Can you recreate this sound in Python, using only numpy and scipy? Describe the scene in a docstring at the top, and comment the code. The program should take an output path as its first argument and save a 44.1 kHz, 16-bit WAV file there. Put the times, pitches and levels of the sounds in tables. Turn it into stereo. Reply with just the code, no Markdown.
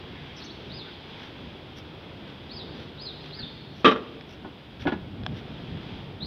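"""A loose metal drain grate clanks under a walker's foot, rings, then knocks back into its seat.
Soft soles scuff the bricks of a walled, paved plaza, and grit snaps under them.
Small birds whistle from above over the steady hum of a city, and the stone walls answer.
Late on a breeze buffets the two microphone ports, which colour the treble differently."""
import sys
import numpy as np
from scipy import signal
from scipy.fft import rfft, irfft, next_fast_len
from scipy.io import wavfile
from scipy.ndimage import uniform_filter1d, minimum_filter1d, map_coordinates

SR = 44100
rng = np.random.default_rng(int(sys.argv[2]) if len(sys.argv) > 2 else 0)


def wav_out(sig):
    """Save sig, one row per channel (or a flat mono array), as 16-bit PCM at SR to the path in sys.argv[1]."""
    wavfile.write(sys.argv[1], SR, np.round(np.clip(np.atleast_2d(sig).T, -1, 1) * 32767).astype(np.int16))


N = 276066

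# Levels are relative: each layer has its own trim in the mix.
# The city bed. Each row: time in seconds, traffic level in dB, far hiss level in dB.
CITY_LEVELS = [(0, -47.5, -51), (1.1, -49, -50.5), (1.6, -49, -52.5), (2.2, -46.5, -53),
               (3.3, -48.5, -53.5), (4.7, -50, -55), (5.2, -47.5, -55.5), (5.75, -47, -52),
               (6.26, -47, -54)]
# Noise colours of the bed. Each row: frequency in Hz, level per Hz in dB.
TRAFFIC_COLOUR = [(15, -53), (25, -29), (70, -1), (107, -2), (139, -3.5), (173, -3), (209, -2), (394, -4.5),
                  (528, -9), (782, -13.5), (1030, -18.5), (1500, -17), (1950, -25), (3300, -120)]  # low traffic
HISS_COLOUR = [(530, -12), (900, -2), (1220, -7.5), (1510, -6), (1830, -7), (2040, -4.5), (3030, -3),
               (3320, 1.5), (4480, -15), (4860, -12.5), (7500, -45), (9750, -90), (16500, -120)]  # tyres and leaves
EDDY_COLOUR = [(15, -46), (25, -16), (92, -1), (138, 0), (255, -7), (350, -17), (557, -26), (900, -27),
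               (1170, -57), (1980, -120)]  # wind on the ports
# The breeze, picking up near the wall. Each row: time in seconds, level in dB.
BREEZE_LEVELS = [(0, -58), (1.15, -63), (1.8, -49), (2.8, -62), (3.7, -48.5), (4.2, -56.5), (4.7, -56),
                 (4.83, -35), (5.6, -41.5), (6.26, -43)]
# Single gusts. Each row: peak time in seconds, level in dB, half-length in seconds.
GUSTS = [(0.213, -48.5, 0.048), (0.735, -42.5, 0.081), (1.44, -48, .04), (3.431, -37.5, 0.024),
         (5.326, -35.5, 0.027), (5.751, -34.5, 0.028), (5.945, -36.5, 0.027), (6.247, -32.5, 0.023)]

# Hoarse far birds. Each row: start and length in seconds, first and last pitch in Hz, level in dB.
FAR_CALLS = [(0.057, 0.2, 1783, 2003, -46), (.25, 0.055, 1835, 2090, -42), (0.827, .061, 1463, 1820, -43),
             (0.88, 0.083, 3490, 3170, -44), (3.341, 0.076, 1970, 1617, -39)]
# The turns of one bird's zigzag. 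Each row: time in seconds, pitch in Hz.
TWITTER_TURNS = [(.355, 5800), (.385, 5400), (.402, 4000), (.425, 4200), (.446, 6000), (.458, 4500),
                 (.488, 3450), (.525, 4500)]
# Another bird's arched notes. Each row: crest time in seconds, level in dB, pitch ratio.
CHIRPS = [(.755, -42, .985), (2.549, -41, 1.005), (3.034, -41.5, .99), (3.371, -42, .985),
          (6.267, -34.5, .98)]

# Footsteps, about two a second.
# Each row: peak time in seconds, level in dB, half-length in seconds, share of sand from 0 to 1.
STEPS = [(0.426, -53.5, 0.034, 0.26), (1.24, -51, 0.034, 0.15), (1.782, -52.5, .014, 0.47),
         (2.3, -55, 0.029, 0), (2.805, -53.5, 0.038, .2), (3.276, -56.5, 0.065, 0.12),
         (3.797, -60, 0.044, 0.46), (4.317, -56, .025, 0.33), (4.822, -46, 0.015, 0.22),
         (5.378, -54.5, .029, 0.18), (5.782, -58, 0.12, 0)]
# Noise colours of a scuff. Each row: frequency in Hz, level per Hz in dB.
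RUBBER_COLOUR = [(200, -20), (900, -8), (1700, -2), (2150, -6), (2700, -3), (3000, -4), (3400, 0),
                 (3900, -8), (5000, -17), (7000, -40), (15000, -50)]  # the sole dragging
SAND_COLOUR = [(1000, -18.5), (3000, 2.5), (4500, -2), (5700, 7.5), (7300, -27), (9000, -27),
               (11500, -12.5), (15000, -26)]  # the grit under it

# Hits underfoot. Each row: start in seconds, level in dB.
GRATE_SLAMS = [(3.8453, -10.5), (3.851, -9.5), (3.877, -15.5), (3.912, -19.5), (3.96, -28.5)]  # the grate rocking in its frame
GRIT_SNAPS = [(4.2105, -31), (5.2353, -32), (5.2642, -17.5), (5.3283, -42)]
# The seated grate's knocks. Each row: start in seconds, level in dB, low-pass cutoff in Hz.
GRATE_KNOCKS = [(4.446, -30.5, 650), (4.854, -21, 450), (4.87, -21, 4180), (4.92, -26.5, 2900)]
# Ringing modes. Each row: frequency in Hz, level in dB, nominal time to fall 60 dB in seconds.
LOOSE_MODES = [(241, -5, 0.27), (345, -5, 0.26), (381, -7, 0.26), (439, -6, 0.25), (578, -11, 0.24),
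               (1088, -14, 0.23), (1173, 0, 0.22), (1220, -8, 0.22), (1299, -10, 0.22), (1340, -13, 0.22),
               (1420, -12, 0.22), (1598, -14, 0.22), (1858, -16, 0.21), (2407, -16, 0.21),
               (2446, -17, 0.21), (2570, -18, 0.2), (2604, -17, 0.2), (2794, -19, 0.2), (2856, -18, 0.2),
               (2986, -19, 0.2), (3075, -12, 0.2), (3137, -19, 0.2), (3175, -11, 0.2), (3239, -17, 0.2),
               (3295, -17, 0.2), (3379, -20, 0.2), (3639, -17, 0.2), (3793, -18, 0.19)]  # bars of the loose grate
GRIT_MODES = [(736, -14, 0.026), (1120, -17, 0.0098), (1660, -14.5, 0.017), (3380, -10, 0.015),
              (5130, -13, 0.0087)]  # a snapping grain
SEATED_MODES = [(298, -3, .11), (390, -6, .08), (500, -1, .08), (790, -13, .07), (950, -4, .07),
                (1460, 0, .1), (1690, -2, .1), (3430, -11, .08)]  # bars of the seated grate
# Noise colours of the hits. Each row: frequency in Hz, level per Hz in dB.
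FRAME_COLOUR = [(35, -58), (60, -28), (172, -11), (229, -1), (377, -8), (445, -4), (778, -19), (1080, -13),
                (1170, 3), (1260, -10), (1380, -9), (1510, -17), (1630, -15), (2200, -22), (2860, -52),
                (4840, -120)]  # thud of the frame and its channel
CLINK_COLOUR = [(1000, -28), (1850, -7), (2200, -19.5), (2450, -6), (2800, -8.5), (3100, -5), (3400, -10.5),
                (3750, -8), (4200, -24), (5500, -28.5), (7400, -53), (11000, -53), (15500, -62.5)]  # metal on metal, also the crack of grit
KNOCK_COLOUR = [(35, -38.5), (60, -15), (177, -11.5), (297, 1), (437, -15.5), (962, -13), (1330, -21.5),
                (1470, -21), (3430, -21), (6000, -45), (7800, -87), (13200, -120)]  # thud of the seated grate

# The plaza's reverb. Each row: frequency in Hz, time to fall 60 dB in seconds.
PLAZA_DECAY = [(150, .7), (450, .9), (1200, .55), (3000, 1.5), (4200, 1.7), (5100, 1.4), (6200, .9),
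               (9000, .5)]
# Reverb EQ. Each row: frequency in Hz, gain in dB.
WALK_ECHO_EQ = [(400, -15.5), (1200, -16), (3000, -30), (6000, -26)]  # sound from the ground is muffled on its way to the walls
CHIRP_ECHO_EQ = [(3600, -6.0), (5200, -12.5)]  # the long way round costs the note's top most
# Stereo width. Each row: frequency in Hz, left-right likeness from 0 to 1.
STEREO_LIKENESS = [(60, 0.97), (150, 0.96), (300, 0.95), (640, 0.68), (1400, 0), (3000, 0.18), (12000, 0)]
# The tone of the two ports. Each row: frequency in Hz, left minus right in dB.
PORT_BALANCE = [(60, -2), (300, -.5), (1200, -.5), (2000, -3), (2800, -6), (3350, -10), (4100, 0),
                (4800, 8), (5800, 10), (7500, 3), (14000, 1.5)]


def amp(db):
    """Decibels to gain."""
    return 10 ** (np.asarray(db) / 20)


def unit(x):
    """Scale to rms 1."""
    return x / np.sqrt(np.mean(x ** 2) + 1e-20)


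def along(points, hz):
    """Read (Hz, value) points on a log frequency axis."""
    freqs, values = np.transpose(points)
    return np.interp(np.log(hz + 1), np.log(freqs + 1), values)


def curves(rows):
    """One automation curve for each column after the time."""
    times, *columns = np.transpose(rows)
    return [np.interp(np.arange(N) / SR, times, column) for column in columns]


def wobble(rate, size=N):
    """A smooth random curve, rate knots a second."""
    knots = rng.standard_normal(int(size * rate / SR) + 4)
    return map_coordinates(knots, [np.arange(size) * rate / SR])


def swell(s, db, half_length):
    """A bell-shaped rise and fall in gain around time s."""
    return amp(db) * np.exp(-((np.arange(N) / SR - s) / half_length) ** 2 / 2)


def filtered(x, response):
    """Shape x with a gain that depends on frequency."""
    n = x.shape[-1]
    padded = next_fast_len(n + 8192)
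    return irfft(rfft(x, padded) * response(np.fft.rfftfreq(padded, 1 / SR)), padded)[..., :n]


def eq(x, points):
    """Equalise x along (Hz, dB) points."""
    return filtered(x, lambda hz: amp(along(points, hz)))


def add(track, s, sound):
    """Mix a sound into a track from time s on."""
    part = track[..., round(s * SR):][..., :sound.shape[-1]]
    part += sound[..., :part.shape[-1]]


def diffuse(pair, directness=1):
    """Make two unrelated signals alike in the bass; direct sound stays alike higher up."""
    def mid_side_gains(hz):
        angle = np.arccos(np.clip(along(STEREO_LIKENESS, hz / directness), -1, 1)) / 2
        return np.array([np.cos(angle), np.sin(angle)])
    mid, side = filtered(pair, mid_side_gains)
    return np.array([mid + side, mid - side])


def noise(colour, size=N, directness=1):
    """Stereo noise of rms 1 with the given colour."""
    return unit(diffuse(eq(rng.standard_normal((2, size)), colour), directness))


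def city():
    """The bed: traffic hum, far hiss, one droning engine and the microphone's own faint hiss."""
    traffic_db, hiss_db = curves(CITY_LEVELS)
    drift_db = .7 * wobble(5)
    traffic = amp(traffic_db + 4 + drift_db) * noise(TRAFFIC_COLOUR)
    hiss = amp(hiss_db + 5.5 + .92 * wobble(7.8)) * noise(HISS_COLOUR)
    engine_hz = 146 + 1.39 * wobble(4.13)
    engine_gain = amp(-56.5) + swell(s=3.2, db=-50, half_length=.4)
    engine = engine_gain * amp(1.5 * wobble(15)) * np.sin(2 * np.pi * np.cumsum(engine_hz) / SR)
    mic_hiss = amp(-74) * unit(rng.standard_normal((2, N)))
    return traffic + hiss + engine + mic_hiss


def breeze():
    """Eddies buffet each port on its own, the right one harder; gusts ride on the steady flow."""
    flow = amp(curves(BREEZE_LEVELS)[0]) + sum(swell(*gust) for gust in GUSTS)
    eddies = eq(rng.standard_normal((2, N)), EDDY_COLOUR)
    lumps = amp(2.5 * np.array([wobble(30), wobble(30)]))
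    return flow * unit(eddies * lumps) * amp([[-2.5], [2]])


def whistle(hz, db, rasp, flutter_db):
    """A bird's tone along a pitch curve, with a fast rasp in pitch and a flutter in level."""
    pitch = hz * (1 + rasp * wobble(500, len(hz)))
    gain = amp(db + flutter_db * wobble(117.8, len(hz)))
    return np.sqrt(2) * gain * np.sin(2 * np.pi * np.cumsum(pitch) / SR)


def near_walls(x, spread_s, count):
    """Early reflections off the nearest walls, different at each port."""
    echoes = np.zeros((2, SR // 4))
    for port in echoes:
        delay = rng.uniform(.00046, spread_s, count)
        port[(delay * SR).astype(int)] = rng.choice([-1, 1], count) * np.exp(-delay / spread_s)
    return signal.fftconvolve(x[None], echoes / np.linalg.norm(echoes[0]), axes=1)[:, :N]


def plaza(x):
    """The reverb tail of the stone walls; each frequency dies at its own speed."""
    hz, t, bands = signal.stft(rng.standard_normal((2, SR + SR // 2)), SR, nperseg=256)
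    decay = amp(-60 * t / along(PLAZA_DECAY, hz)[:, None])
    tail = signal.istft(bands * decay, SR, nperseg=256)[1]
    onset = 1 - np.exp(-np.arange(tail.shape[1]) / SR / .0052)
    tail = diffuse(tail * onset)
    return signal.fftconvolve(np.atleast_2d(x), tail / np.linalg.norm(tail[0]), axes=1)[:, :N]


def far_calls():
    """Far birds: hoarse low slurs that arrive wholly by way of the walls."""
    song = np.zeros(N)
    for s, length, start_hz, end_hz, db in FAR_CALLS:
        progress = np.linspace(0, 1, int(length * SR))
        pitch = start_hz + progress * (end_hz - start_hz)
        add(song, s, np.sin(np.pi * progress) * whistle(pitch, db, rasp=200 / pitch, flutter_db=3))
    return amp(-4) * near_walls(song, spread_s=.05, count=30) + amp(-13) * plaza(song)


def twitter():
    """A bird's scratchy zigzag of quick slurs, fading in and out; the high turns are the weakest."""
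    song = np.zeros(N)
    times, hz = np.transpose(TWITTER_TURNS)
    pitch = np.interp(np.arange(times[0], times[-1], 1 / SR), times, hz)
    db = -48 - 4 * np.log2(pitch / pitch.mean())
    gate = signal.windows.tukey(len(pitch), .2)
    add(song, times[0], gate * whistle(pitch, db, rasp=.06, flutter_db=4))
    early = amp(-2.5) * near_walls(song, spread_s=.019, count=24)
    return amp(-4.5) * song + early + amp(-10) * plaza(song)


def scuffs():
    """Each sole brushes the brick in a short, grainy swell: part rubber, part sand."""
    rubber, sand = np.zeros((2, N))
    for s, db, half_length, sand_share in STEPS:
        stroke = swell(s, db, half_length)
        rubber += stroke * (1 - sand_share)
        sand += stroke * sand_share
    grain = unit(amp(3.2 * wobble(300)))
    return grain * (amp(9) * rubber * noise(RUBBER_COLOUR) + amp(6.5) * sand * noise(SAND_COLOUR))


def chirps():
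    """A bird on the left repeats an arched note, rougher on its flanks; the walls smear and hold it."""
    crest_hz, foot_hz, half_width_s = 5100, 2750, .047  # the arch, before each note's pitch ratio
    rise_s, fall_s, ramp_s = .066, .088, .016
    song = np.zeros(N)
    t = np.arange(-rise_s, fall_s, 1 / SR)
    arch = 1 / (1 + (t / half_width_s) ** 2)
    gate = np.clip(np.minimum(t + rise_s, fall_s - t) / ramp_s, 0, 1)
    effort_db = np.interp(t, [0, ramp_s], [-3, 0])  # softer going up than coming down
    rasp = .01 + .04 * (1 - arch)
    for s, db, ratio in CHIRPS:
        pitch = ratio * (foot_hz + (crest_hz - foot_hz) * arch)
        add(song, s - rise_s, gate * whistle(pitch, db + effort_db, rasp, flutter_db=4))
    early = amp(-2.5) * near_walls(song, spread_s=.034, count=18)
    late = eq(plaza(song), CHIRP_ECHO_EQ)
    return song * amp([[-2], [-7]]) + early + late


def chatter(blows, gap_s, loss_db, count):
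    """Each blow bounces into a quick run of ever weaker contacts."""
    return [(s + k * gap_s, db - k * loss_db, *rest) for s, db, *rest in blows for k in range(count)]


def fade(t60, attack):
    """Half a second of envelope: a quick rise, then a fall of 60 dB every t60 seconds."""
    t = np.arange(SR // 2) / SR
    return amp(-60 * t / t60) * (1 - np.exp(-t / attack))


def burst(colour, t60, attack, directness=1):
    """The noise of an impact: a sharp front and a fast decay."""
    return noise(colour, SR // 2, directness) * fade(t60, attack)


def ring(modes, damping):
    """Struck modes, rebalanced on every hit; higher ones reach the ports further out of step."""
    hz, db, t60 = np.transpose(modes)[:, :, None]
    t = np.arange(SR // 2) / SR
    strength = amp(db + rng.standard_normal(hz.shape))
    phase = 2 * np.pi * hz * t + rng.uniform(0, 2 * np.pi, hz.shape)
    skew = rng.choice([-1, 1], hz.shape) * np.minimum((hz / 2800) ** 2, np.pi / 4)
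    decay = strength / np.linalg.norm(strength) * amp(-60 * t * damping / t60)
    return np.array([(decay * np.sin(phase + side * skew)).sum(0) for side in (-1, 1)])


def grate_clank():
    """The loose grate slams and chatters: every contact thuds and clinks, hard ones ring the bars."""
    hits = np.zeros((2, N))
    hardest_db = max(db for s, db in GRATE_SLAMS)
    underfoot = fade(t60=.7, attack=.002)
    for s, db in chatter(GRATE_SLAMS, gap_s=.0095, loss_db=5.5, count=3):
        force_db = db - hardest_db  # a light contact only grazes the frame and hardly flexes the bars
        thud = amp(1) * burst(FRAME_COLOUR, t60=.1, attack=.00022, directness=4.5)
        bars = amp(3 + .88 * force_db) * ring(LOOSE_MODES, damping=.97) * underfoot
        clink = amp(-1.5 + .39 * force_db) * burst(CLINK_COLOUR, t60=.1, attack=.00087, directness=1.5)
        add(hits, s, amp(db) * (thud + bars + clink))
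    # the hollow of the drain booms along; the deep bass below about 90 Hz is cut away
    boom = amp(-6) * signal.lfilter(*signal.iirpeak(242, Q=7, fs=SR), hits)
    low_cut = signal.butter(2, 90, "high", fs=SR, output="sos")
    return signal.sosfilt(low_cut, hits + boom)


def grit_snaps():
    """A grain of grit snaps with a tiny crack and a very short ring, muffled by the sole."""
    snaps = np.zeros((2, N))
    for s, db in GRIT_SNAPS:
        crack = amp(-3) * burst(CLINK_COLOUR, t60=.0034, attack=.0001)
        add(snaps, s, amp(db) * (ring(GRIT_MODES, damping=1.1) + crack))
    muffle = signal.butter(6, 5000, fs=SR, output="sos")
    return signal.sosfilt(muffle, snaps)


def grate_knocks():
    """Weighed down, the grate only knocks, one end after the other; a cushioned contact is duller."""
    knocks = np.zeros((2, N))
    for s, db, cutoff_hz in chatter(GRATE_KNOCKS, gap_s=.0065, loss_db=3, count=2):
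        bars = amp(1.5) * ring(SEATED_MODES, damping=1) * fade(t60=3.3, attack=.00065)
        thud = amp(1.5) * burst(KNOCK_COLOUR, t60=.12, attack=.0005, directness=2.5)
        soften = signal.butter(1, cutoff_hz, fs=SR)
        add(knocks, s, amp(db) * signal.lfilter(*soften, bars + thud))
    return knocks


def scene():
    """The mix: the walk up close with its echo, over birds, city and breeze."""
    walk = grate_clank() + grate_knocks() + grit_snaps() + scuffs()
    echo = eq(plaza(walk), WALK_ECHO_EQ)
    return walk + echo + chirps() + twitter() + far_calls() + city() + breeze()


def record(dry):
    """The right port resonates in the low treble, the left reaches higher; then a limiter and top cut."""
    def ports(hz):
        tilt = amp(along(PORT_BALANCE, hz) * np.array([[.5], [-.5]]))
        return tilt / np.sqrt(np.mean(tilt ** 2, axis=0))
    ceiling, top_hz = .97, 15750
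    coloured = filtered(dry, ports)
    needed_gain = ceiling / np.maximum(np.abs(coloured).max(axis=0), ceiling)
    smooth_gain = uniform_filter1d(minimum_filter1d(needed_gain, size=200), size=200)
    return filtered(coloured * smooth_gain, lambda hz: hz < top_hz)


dry = scene()
out = record(dry)
wav_out(out)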